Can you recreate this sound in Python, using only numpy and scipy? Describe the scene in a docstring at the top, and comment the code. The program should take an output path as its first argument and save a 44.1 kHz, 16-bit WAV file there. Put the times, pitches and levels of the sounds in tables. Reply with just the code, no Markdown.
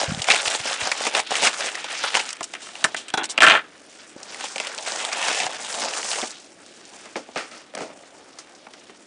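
"""Plastic film crackles as a padded envelope is cut open with scissors on a table: friction noise and snapping creases.
The scissors are laid down and slide with a clatter: showers of micro-contacts excite steel and table modes.
A hand pulls a cardboard box out through the film, which rings under the drag, and turns it over: its contents
shift and strike the modes of the card. Dull low bumps, damped cycles, come mostly early, a few under later knocks.
Close microphone in a quiet room, with a little reverberation, hiss and clipped peaks."""
import sys
import numpy as np
from scipy import signal
from scipy.fft import rfft, irfft, next_fast_len
from scipy.io import wavfile

SR = 44100
rng = np.random.default_rng(int(sys.argv[2]) if len(sys.argv) > 2 else 0)


def generate_wav(sig):
    """Save sig (samples, or channels by samples) to the path in sys.argv[1] as 16-bit PCM at SR."""
    pcm = np.round(np.clip(np.atleast_2d(sig).T, -1, 1) * 32767).astype(np.int16)
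    wavfile.write(sys.argv[1], SR, pcm)


N = 399546   # length in samples
LOW_HZ, HIGH_HZ = 1200, 4000   # borders of the low, middle and high groups of modes


def amp(db):
    """Decibel definition: level in dB to amplitude gain."""
    return 10 ** (np.asarray(db) / 20)


def rms_one(x):
    """Normalisation: the signal scaled to rms 1."""
    return x / np.sqrt(np.mean(x ** 2) + 1e-20)


def drift(rate_hz):
    """Low-passed noise: a double one-pole at every 20th sample gives slow chance of spread 1."""
    r = np.exp(-2 * np.pi * rate_hz * 20 / SR)
    noise = rng.standard_normal(N // 20 + 2002)
    slow = signal.lfilter([1], [1, -2 * r, r * r], noise)[2000:]   # start-up dropped
    return np.interp(np.arange(N) / 20, np.arange(len(slow)), rms_one(slow))


def grains(per_s, spread_db):
    """Random impulse train: clicks of either sign with exponentially spread levels; rms 1."""
    sizes = amp(spread_db * np.minimum(rng.exponential(1, N), 5)) * rng.choice([-1, 1], N)
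    return rms_one(sizes * (rng.random(N) < per_s / SR))


def resonate(x, hz, width_hz):
    """Resonance: a two-pole band-pass applied twice, with steep skirts and gain 1 on top."""
    r = np.exp(-np.pi * width_hz / SR)
    gain = (1 - r * r) / 2
    section = [gain, 0, -gain, 1, -2 * r * np.cos(2 * np.pi * hz / SR), r * r]
    return signal.sosfilt([section, section], x)


def group(hz):
    """Band division: 0 for the lows, 1 for the middle, 2 for the highs."""
    return int(hz > LOW_HZ) + int(hz > HIGH_HZ)


def body(drives, modes):
    """Modal superposition: parallel modes summed in three groups, each with its own drive."""
    out = np.zeros_like(drives)
    for k, (hz, width_hz, db) in enumerate(modes):
        out[group(hz)] += (-1) ** k * amp(db) * resonate(drives[group(hz)], hz, width_hz)
    return out


def blows(events, modes, spread_db, focus_db, crack_db, crack_s, own_db=None):
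    """Impact excitation: a first crack and a dying shower of micro-contacts drive the modes.

    Middle modes lose focus_db per octave from the event's pitch; own_db adds a mode at that pitch.
    """
    out = np.zeros(N + SR)
    for s, db, low_db, high_db, pitch_hz, t60 in events:
        t = np.arange(round((t60 + .02) * SR)) / SR
        sizes = amp(spread_db * np.minimum(rng.exponential(1, len(t)), 3.0))
        contacts = sizes * rng.standard_normal(len(t))
        contacts *= 1 + amp(crack_db) * np.exp(-t / crack_s)
        shower = contacts * amp(-60 * t / t60)
        struck = []
        for hz, width_hz, mode_db in modes:
            loss_db = focus_db * abs(np.log2(hz / pitch_hz)) * (LOW_HZ < hz < HIGH_HZ)
            struck.append((hz, width_hz, mode_db - loss_db))
        if own_db is not None:
            struck.append((min(pitch_hz, HIGH_HZ), 0.32 * pitch_hz, own_db))
        parts = body(np.array([shower, shower, shower]), struck)
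        peaks = amp(db + np.array([low_db, 0, high_db])) / np.abs(parts).max(axis=1)
        start = round(s * SR)
        out[start:start + len(t)] += peaks @ parts
    return out[:N]


# changing background rustle of film, scissors and box:
# start_s [s], level_db [dB], dull_db (rub against level) [dB], bright_db (hiss against level) [dB]
BACKGROUND_RUSTLE = [(0,-40.5,-2,-2),(1.15,-43,-10,-20),(1.28,-41.5,-11,-6),(1.7,-39,-11,-11),(2,-34,-26,-8),(2.358,-49.5,-16,-2),
                     (2.88,-43.5,-3.5,-1.5),(3.22,-50.5,-9,-34),(3.42,-46,6,-26),(3.548,-31,8,-14),(3.63,-49.5,-12,-10),(3.851,-55.5,-4,3),
                     (3.999,-49.5,-7.5,0),(4.149,-55,-10,1),(4.221,-48,0.5,-2),(4.37,-44.5,-3.5,3),(4.54,-49,2,1.5),(4.841,-45.5,2.5,7),(5.019,-30,-4.5,-5),(5.079,-35.5,0.5,-2),
                     (5.279,-28,-3,-2.5),(5.44,-31,-2,1),(5.49,-38.5,2.5,-2),(5.67,-35.5,-7,-2.5),(5.829,-32.5,3,2),(5.92,-35,-1,3.5),
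                     (6.2,-35.5,-2.5,1.5),(6.262,-40,-4.5,2),(6.35,-47.5,-9,3.5),(6.551,-58.5,-1.5,2),(6.75,-54,-5.5,1.5),(7.001,-48.5,-2,1),(7.2,-53.5,-7,-4),
                     (7.56,-52,-2,4.5),(7.7,-59.5,0,-3.5),(7.98,-57,1,-0.5),(8.22,-54.5,1.5,-1),(9.06,-56.5,-4.5,-0.5)]
# scissor strokes and tugs: peak_s [s], level_db [dB], swell_s [s], release_s [s]
STROKES = [(0,-27.5,.05,.1),(.3,-21.5,.035,.09),(.46,-29,.02,0.045),(.555,-26,0.22,.015),(0.598,-35,.015,.06),(.68,-29.5,.04,.05),(.735,-28,.12,.02),(.89,-27,.14,.035),
           (1.071,-26,.1,0.028),(1.16,-25.5,0.022,0.036),(1.2,-24,.05,.014),(1.313,-27.5,.012,.2),(1.46,-21,.07,.035),
           (1.601,-31.5,.02,.05),(1.685,-27,0.14,0.019),(1.729,-36,0.027,.06),(1.79,-35,.02,.03),(1.91,-32.5,.015,.08),(2.05,-28,.07,.06),(2.159,-24.5,0.033,0.071),(4.412,-35,.015,.1),(4.621,-35.5,0.027,.25),(4.868,-33.5,.02,.1)]
STROKE_DROP_DB = 10   # level lost over one swell or release time
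STROKE_DULL_DB, STROKE_BRIGHT_DB = -6, -2.5   # against the stroke's rustle


def effort():
    """Power addition: strokes add to the background rustle, giving dull, middle and bright levels in dB."""
    t = np.arange(N) / SR
    s, db, dull_db, bright_db = np.transpose(BACKGROUND_RUSTLE)
    bands_db = (db + dull_db, db, db + bright_db)
    background = np.array([amp(2 * np.interp(t, s, band_db)) for band_db in bands_db])   # power
    power = np.zeros(N)
    for peak, top_db, swell, release in STROKES:
        near = slice(max(round((peak - .5) * SR), 0), round((peak + .5) * SR))
        before, after = (peak - t[near]) / swell, (t[near] - peak) / release
        away = np.where(t[near] < peak, before, after)
        power[near] += amp(2 * (top_db - STROKE_DROP_DB * away))
    shares = amp([[2 * STROKE_DULL_DB], [0], [2 * STROKE_BRIGHT_DB]])
    return 10 * np.log10(background + power * shares)


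# modes of the film: pitch_hz [Hz], width_hz [Hz], level_db [dB]
FILM = [(255, 215, -6.5), (407, 234, -5), (597, 530, 3.5), (863, 476, 3.5), (1290, 920, -1),
        (2200, 2070, -4.5), (3330, 2340, -3.5), (4910, 2340, -4.5), (7400, 4000, -4.5), (8150, 6000, -12.5)]
BENDING_DB = 2.6   # spread of the modes' levels
CREASE_PITCHES = 14
CREASE_SHARES = (0.55, 0.46, 0.48)   # creases mixed into friction hiss: lows, middle, highs


def rustle(levels_db):
    """Stick-slip friction: sliding hiss plus small creases, each ringing a few cycles at its own pitch."""
    # modes swell and fade as the sheet changes shape
    bending = [(hz, width_hz, db + BENDING_DB * drift(9.3)) for hz, width_hz, db in FILM]
    sliding = body(rng.standard_normal((3, N)), bending)
    creases = np.zeros_like(sliding)
    clicks = grains(600.0, spread_db=-0.5)
    dealt = rng.integers(0, CREASE_PITCHES, N)
    for k, hz in enumerate(np.geomspace(450.0, 9000.0, CREASE_PITCHES)):
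        own = np.abs(dealt - k) <= 1   # a crease covers about an octave
        creases[group(hz)] += resonate(clicks * own + 1e-18, hz, 0.33 * hz)
    grip_db = 0.15 * drift(44.0) + 1.86 * drift(92.0)   # folds stick and slip in clumps
    out = np.zeros(N)
    for hiss_part, crease_part, share, db in zip(sliding, creases, CREASE_SHARES, levels_db):
        mix = rms_one(0.82 * rms_one(hiss_part) + share * rms_one(crease_part))
        out += amp(db + grip_db + 1.28 * drift(54.0)) * mix
    return out


# creases snapping, from loud to faint:
# start_s [s], level_db (middle peak) [dB], lows_db (against it) [dB], pitch_hz [Hz]
SNAPS = [(.0133,-16,2,2050),(.0304,-25,7,1880),(.2184,-16.5,-11,3170),(.2428,-18,-17,2050),(.273,-22,-6,2000),(.2855,-6.5,-4.5,2090),
         (.3027,0.5,-19,2460),(.311,-1.5,-21,2260),(.3365,-10,-4.5,1900),(.3458,-7,-13,2850),(.362,-10.5,-12,2770),(.4549,-14.5,-21,2200),
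         (.479,-18,-3,2950),(.515,-35,-8,2500),(.549,-20.5,2.5,2430),(.655,-31,9.5,1500),(.6799,-22,-12,1910),(.71,-25.5,5.5,1550),(.834,-18,-8,3720),
         (.8714,-28,11,1620),(.916,-11.5,-13,1740),(.918,-9.5,-12.5,2470),(1.0044,-32.5,15.5,2050),(1.0519,-19.5,-1,2500),(1.067,-12.5,-2.5,2030),(1.075,-23,-3,2300),
         (1.1496,-8.5,-8,2620),(1.177,-20,3.5,3300),(1.193,-20,3,2000),(1.1985,-10.5,-7.5,2320),(1.3065,-26,7.5,1500),(1.3162,-25.5,12.5,2860),(1.3409,-13.5,-14,1890),
         (1.354,-10,-25,1990),(1.4214,-20,2,2190),(1.429,-11,-7,1930),(1.4522,-14,-4.5,2430),(1.4665,-9.5,-6.5,2360),(1.4705,-3,-17,2570),(1.6073,-13,-27,1580),
         (1.7534,-18,-16,1720),(1.8434,-20,-4.5,3160),(2.038,-13.5,-7,1350),(2.147,-12,-4.5,2220),(2.151,-2.5,-10,2250),(2.1955,-12.5,-14,2220),(2.2,-14,-11,2500),
         (2.2907,-18.5,-32,2240),(2.305,-22,-26,2600),(4.164,-54,19,1330),(4.212,-55,16,1500),(4.2308,-34,-14,2700),(4.332,-40,-20,2720),(4.345,-22.5,-27,1890),(4.4,-30,-7,1450),(4.44,-33,10,1500),(4.559,-18,-4,2270),(4.565,-28,0,1510),(4.581,-18.5,-15,2730),(4.6002,-11,-10,2060),
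         (4.648,-25,-7,1970),(4.67,-22,-12,2910),(4.7785,-26,-6,2730),(4.85,-30,-4,3300),(4.8747,-27,6.5,3900),(4.92,-22,-1,3520),(5.0497,-13,-24,3200),(5.13,-16,-11,2460),(5.227,-17,-11,2000),(5.245,-25,-6,2900),
         (5.2829,-11.5,-6.5,1700),(5.307,-21,-3,2000),(5.4016,-15,-9,2560),(5.465,-19,4,1770),(5.7264,-25,-13,2380),(5.8182,-34,6.5,3080),
         (5.8374,-19.5,-6.5,1270),(6.115,-15,-10,3250),(6.132,-16,-19,3040),(6.158,-17,-21,1780),(6.186,-24.5,5.5,2710),
         (6.2158,-21,-27,3300),(6.307,-32,-12,3600)]
SNAP_T60_S, SNAP_SCATTER_DB = 0.04, 2   # decay time; random spread of the highs
SNAP_HIGHS_DB, HIGHS_PER_DB = 0.5, -0.51   # mean highs at a -15 dB peak; louder snaps are duller
SMALL_SNAPS = 50
SMALL_OVER_DB, SMALL_LOWS_DB = 2, -7   # mean peak above the rustle; lows against that peak


def snaps(level_db):
    """Buckling: creases snap, with small random snaps likelier where the rustle is strong."""
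    chance = np.cumsum(amp(level_db))
    when, size, pitch = rng.random((SMALL_SNAPS, 3)).T
    at = np.searchsorted(chance, when * chance[-1])
    small_db = level_db[at] + SMALL_OVER_DB + 4.1 * (size - .5)
    small_hz = LOW_HZ * (HIGH_HZ / LOW_HZ) ** pitch
    small = np.transpose([at / SR, small_db, np.full(SMALL_SNAPS, SMALL_LOWS_DB), small_hz])
    events = []
    for s, db, low_db, hz in [*SNAPS, *small]:
        high_db = SNAP_HIGHS_DB + HIGHS_PER_DB * (db + 15) + SNAP_SCATTER_DB * rng.standard_normal()
        events.append((s, db, low_db, high_db, hz, SNAP_T60_S))
    return blows(events, FILM, spread_db=5.0, focus_db=10.0, crack_db=10.5, crack_s=0.00032, own_db=1.5)


# sharp dry ticks of creases, alone or among the snaps: start_s [s], level_db (peak) [dB]
TICKS = [(0.104,-23),(0.148,-16),(.2862,-21),(.202,-19),(0.3073,1),(0.3201,-0.5),(0.401,-12),(0.4587,-11),(.4765,-11),(.481,-6),(.5497,-7.5),(0.6138,-18.5),(.6811,-18),(.7219,-13),
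         (0.7314,-9),(.738,-27),(.9272,-24),(1.056,-18),(1.0985,-19),(1.168,-13),(1.424,-15),(1.432,-18),(1.5313,-15),(1.585,-16),(1.5914,-23),(1.7833,-27),(1.7975,-28),
         (1.9116,-19),(2.1433,-7),(2.1523,-7),(2.2548,-18),(4.018,-36),(4.786,-14),(5.118,-16),(5.315,-14),(5.501,-21),(5.5591,-23),(5.742,-17),(5.797,-22),(5.8192,-15),(5.885,-15),(5.9368,-13.5),(6.0306,-16)]
TICK_LOW_HZ, TICK_HIGH_HZ, TICK_WIDTH = 2000, 4250, 1   # range of pitches; width as a share of the pitch
TICK_AFTER_DB, TICK_T60_S = -15, 0.0088   # faint shower after the click


def ticks():
    """Impulse response: one click and a faint shower pass a broad resonance of random pitch."""
    out, t = np.zeros(N), np.arange(SR // 40) / SR
    for s, db in TICKS:
        hz = TICK_LOW_HZ * (TICK_HIGH_HZ / TICK_LOW_HZ) ** rng.random()
        drive = amp(TICK_AFTER_DB - 60 * t / TICK_T60_S) * rng.standard_normal(len(t))
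        drive[0] = rng.choice([-1, 1])
        tick = resonate(drive, hz, TICK_WIDTH * hz)
        start = round(s * SR)
        out[start:start + len(t)] += amp(db) * tick / np.abs(tick).max()
    return out


# the box drags along the film on its way out: start_s [s], level_db [dB]
DRAG = [(4.95,-60),(5.0,-35),(5.1,-51),(5.15,-36),(5.22,-29.5),(5.29,-28.5),(5.36,-32),(5.44,-29),(5.5,-64),(6.3,-58)]
# modes of the taut film under the drag: pitch_hz [Hz], width_hz [Hz], level_db [dB]
TAUT_FILM = [(1766, 240, 0), (2120, 300, -4.5), (2580, 370, 0), (3320, 1100, -6)]


def drag():
    """Friction-driven resonance: dense slips of the box edge excite the stretched film."""
    s, db = np.transpose(DRAG)
    slips = grains(4300.0, spread_db=3.0) * amp(1.5 * drift(40.0))
    ring = body(np.array([slips, slips, slips]) + 1e-18, TAUT_FILM).sum(axis=0)
    level_db = np.interp(np.arange(N) / SR, s, db, left=-120, right=-120)
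    return amp(level_db) * rms_one(ring)


# scissors touching the table: start_s [s], level_db (middle peak) [dB],
# lows_db, highs_db (against it) [dB], pitch_hz [Hz], t60_s [s]
CLATTER = [(2.329,-29.5,-28,11,3200,0.027),(2.368,-30,-18,2,2570,0.019),(2.4073,-19.5,-1,-6,2030,0.028),(2.413,-32.5,10,-13,1400,0.034),
           (2.4294,-24.5,-31,5.5,2980,0.046),(2.44,-29,-14,11,2000,0.038),
           (2.5369,-19.5,-6.5,-4,2570,0.024),(2.55,-22,-13,-8,2500,0.046),(2.558,-41,0,-10,1500,0.04),(2.6184,-34.5,-6,5.5,3640,0.63),(2.668,-32,-5,2,1400,0.026),(2.688,-30,-7,-12,1600,.025),(2.7535,-23,-10,-7,2500,0.012),(2.826,-32,4,-30,1800,0.012),
           (2.8411,-4.5,-13,-1.5,1720,0.06),(2.8455,-7,-5.5,-4.5,1530,0.039),(2.9445,-15,-4,-9,1950,0.024),(2.955,-42,3,-9,3300,0.14),
           (2.9652,-23,-14,1.5,3720,0.21),(3.0824,-27.5,-26,1,2550,0.059),(3.102,-24,-17,-2,3000,0.024),
           (3.24,-19.5,-6.5,3,2580,0.054),(3.254,-27.5,-9,10.5,2600,0.028),(3.291,-33,-3,5,3290,.08),(3.297,-32.5,-4,14,3290,0.079),(3.305,-33,-14,15,3290,0.071),(3.315,-36,-6,15,3000,0.052),(3.3772,-2.5,-14,-14,2790,0.025),(3.384,-9,-5,-15,2300,0.022)]
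# modes of steel on the table: pitch_hz [Hz], width_hz [Hz], level_db [dB]
STEEL_ON_TABLE = [(210, 350, -12.5), (415, 160, -10), (650, 234, -2), (890, 230, -10.5), (1076, 220, -2),
                  (1339, 175, 7.5), (1540, 185, 4), (1757, 230, 6), (2047, 280, 0.5), (2410, 330, 3),
                  (2810, 320, 3), (3157, 270, 5.5), (3440, 1200, -2.5), (4620, 4100, 7), (5540, 510, 14.5),
                  (7160, 3700, 8.5)]


def clatter():
    """Impact excitation: each touch of the scissors strikes the modes of steel and table."""
    return blows(CLATTER, STEEL_ON_TABLE, spread_db=1.5, focus_db=12.0, crack_db=-5.5, crack_s=0.00077)


# the scissors skid and chatter to a stop: start_s [s], level_db (middle peak) [dB], pitch_hz [Hz]
SKID = [(3.4047,-4,2840),(3.4135,-9,2800),(3.4205,3.5,1570),(3.431,2.5,1710),(3.4381,-0.5,1550),(3.4474,-8,1770),(3.4656,0.5,2000),
        (3.4739,-0.5,1400),(3.4838,0,2900),(3.4979,0.5,2800),(3.5086,-0.5,1790),(3.5201,-1.5,2600),(3.5265,-11,1550),(3.539,-7,2000),
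        (3.5506,-4,1900),(3.5591,-6,1500),(3.574,-15,1500),(3.59,-24,2200),(3.6,-34,1500),(3.64,-35,1500)]
SKID_T60_S, SKID_LOWS_DB, SKID_HIGHS_DB = 0.11, -11.5, -12   # highs as they are before the skid slows
SKID_SLOWS_S, SKID_DULLS_DB_PER_S = 3.46, 130   # from here on the highs fade


def skid():
    """Chatter: repeated impacts on the same modes, losing their highs as the sliding slows."""
    events = []
    for s, db, hz in SKID:
        high_db = SKID_HIGHS_DB - SKID_DULLS_DB_PER_S * max(s - SKID_SLOWS_S, 0)
        events.append((s, db, SKID_LOWS_DB, high_db, hz, SKID_T60_S))
    return blows(events, STEEL_ON_TABLE, spread_db=1.5, focus_db=8.5, crack_db=13.5, crack_s=0.00034)


# the loose blades rattle as the scissors rock: start_s [s], level_db (middle peak) [dB],
# lows_db, highs_db (against it) [dB], pitch_hz [Hz], t60_s [s]
RATTLE = [(3.1381,-11.5,-0.5,-5,1500,0.051),(3.1737,-14.5,-1,-3.5,1700,0.074),(3.1925,-20,-1,-25,1700,0.14),(3.2045,-29,2,-18,1420,0.056),
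          (3.212,-21.5,-0.5,-29,1700,0.052),(3.2205,-24,-3,-34,1710,0.069),(3.2335,-24,-2,4,1400,0.036)]
# modes of the loose blades: pitch_hz [Hz], width_hz [Hz], level_db [dB]
BLADES = [(323, 260, -3.5), (666, 250, -10.5), (900, 320, -0.5), (1440, 190, 8.5), (1720, 450, -1),
          (2320, 540, -6), (2730, 310, -1), (3400, 420, 3), (4003, 410, 10.5), (4900, 900, -2),
          (5600, 1500, 1), (7500, 6200, -5)]


def rattle():
    """Impact excitation: showers of contacts drive the modes of the loose blades."""
    return blows(RATTLE, BLADES, spread_db=1.5, focus_db=3.0, crack_db=-9.0, crack_s=0.00046)


# the box knocking free, its contents shifting, fingers on the card: start_s [s],
# level_db (middle peak) [dB], lows_db, highs_db (against it) [dB], t60_s [s]
SHIFTS = [(6.223,-30,-3,-15,0.066),(6.228,-21.5,0.5,-18,0.076),(6.237,-21,-4,-8,0.059),(6.663,-43,-6,12,.04),(7.056,-34,-3.5,1,.2),(7.1567,-19.5,-1,-12,0.11),(7.164,-30,3,6,0.22),(7.2877,-39,8.5,-12,0.054),
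          (7.359,-18.5,2,-7,0.23),(7.374,-23,-8.5,3,0.35),(7.3896,-29,-12,-13,0.18),(7.515,-34,-5,-1,0.5),
          (7.738,-32,1.5,-15,0.18),(7.7494,-28,0,-1,0.071),(7.7513,-23,-10,5.5,0.02),(7.768,-29.5,3.5,-22,0.056),(7.776,-23,-6,-5,0.042),(7.786,-27.5,2.5,-0.5,0.23),
          (7.806,-25,2.5,-5,0.19),(7.818,-29.5,-4,2.5,0.27),(7.845,-40,3,-8,0.19),(7.891,-41,6,-12,0.1),(7.901,-39.5,7.5,-14,0.1),(7.912,-41,1,-12,.1),
          (8.034,-41,5,-9,0.1),(8.3866,-33,-3,7,0.12),(8.6674,-32.5,0.5,-12,0.037),(8.7366,-35,-4.5,4,0.067),
          (8.8942,-36,1.5,-14,0.055)]
# modes of the cardboard box: pitch_hz [Hz], width_hz [Hz], level_db [dB]
BOX = [(207, 240, -2), (299, 170, 4), (480, 300, 3.5), (710, 340, 3.5), (974, 460, -4), (1267, 370, -5),
       (1900, 910, -9.5), (2660, 2000, -15), (5000, 3400, 5), (8500, 4000, -4)]
SHIFT_HZ = 1690   # pitch favoured by every shift


def box_shifts():
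    """Impact excitation: knocks, shifting contents and fingers drive the modes of the card."""
    events = [(s, db, low_db, high_db, SHIFT_HZ, t60) for s, db, low_db, high_db, t60 in SHIFTS]
    return blows(events, BOX, spread_db=3.0, focus_db=3.0, crack_db=6.0, crack_s=0.00051)


# dull low bumps, most of them early, a few under later knocks:
# start_s [s], level_db (peak) [dB], pitch_hz [Hz]
BUMPS = [(.08, -22.5, 114), (.094, -20, 148), (0.118, -16.5, 184), (.139, -28, 130), (0.154, -33, 190),
         (.173, -24, 176), (.195, -27.5, 120), (0.469, -42, 90.5), (.6, -37, 120), (.82, -36, 95),
         (3.14, -31.5, 165), (3.437, -32, 160), (4.162, -30, 300), (5.459, -37, 165), (6.222, -58, 147),
         (6.228, -26, 350), (7.361, -43, 149)]


def bumps():
    """Damped oscillation: each bump is one or two soft low cycles."""
    out, t = np.zeros(N), np.arange(SR // 4) / SR
    for s, db, hz in BUMPS:
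        swing = np.sin(2 * np.pi * hz * t) * (hz * t) ** 2 * np.exp(-3.2 * hz * t)
        start = round(s * SR)
        out[start:start + len(t)] += amp(db) * swing / np.abs(swing).max()
    return out


ROOM_T60_S, ROOM_DB = 0.17, -18   # decay time near 670 Hz, shorter above; gain of the echoes


def room(x):
    """Reverberation: eight feedback delays on a padded frequency grid, treble dying sooner."""
    size = next_fast_len(N + SR)
    w = 2 * np.pi * np.arange(size // 2 + 1) / size   # radians per sample
    echo = np.zeros(len(w), complex)
    lags = (rng.uniform(.008, 0.028, 8) * SR).astype(int)
    for k, lag in enumerate(lags):
        loss_db = 60 * lag / SR / ROOM_T60_S * (0.5 + 5.2 * w)
        loop = amp(-loss_db) * np.exp(-1j * w * lag)
        echo += (-1) ** k * loop / (1 - loop)
    return irfft(rfft(x, size) * echo, size)[:N]


# spectrum of room and microphone hiss: pitch_hz [Hz], level_db (relative density) [dB per Hz]
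HISS = [(24, -55), (40, -15), (118, -8.5), (200, 0), (300, 7), (450, 2.5), (640, 1), (860, -11.5),
        (1500, -6.5), (2500, -11), (6020, -25), (10000, -19), (13000, -53), (22000, -120)]
HISS_DB, HISS_WAVERS_DB = -52.5, 0.8   # mean level; spread of its slow wavering


def hiss():
    """Spectral shaping: noise filtered along a log-frequency curve, its level wavering slightly."""
    hz = np.arange(1, N // 2 + 2) * SR / N
    point_hz, point_db = np.transpose(HISS)
    shape = amp(np.interp(np.log(hz), np.log(point_hz), point_db))
    noise = irfft(rfft(rng.standard_normal(N)) * shape, N)
    return amp(HISS_DB + HISS_WAVERS_DB * drift(2.1)) * rms_one(noise)


def scene():
    """Superposition: film, scissors and box close by, a little room, low bumps and hiss."""
    levels_db = effort()
    film = rustle(levels_db) + snaps(levels_db[1]) + ticks() + drag()
    scissors = clatter() + skid() + rattle()
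    near = film + scissors + box_shifts()
    return (near + amp(ROOM_DB) * room(near) + bumps() + hiss())[None]


CEILING, CUTOFF_HZ = .92, 10000   # amplitude limit before filtering; top of the passband


def record(dry):
    """Saturation and band-limiting: peaks squeezed near full scale, deepest bass and top cut."""
    squeezed = np.tanh((np.abs(dry) / CEILING) ** 3) ** (1 / 3)   # nearly linear until close to the ceiling
    wet = CEILING * squeezed * np.sign(dry)
    wet = signal.sosfilt(signal.butter(1, 28.0, "high", fs=SR, output="sos"), wet)
    return signal.sosfilt(signal.ellip(12, .5, 80, CUTOFF_HZ, fs=SR, output="sos"), wet)


dry = scene()
out = record(dry)
generate_wav(out)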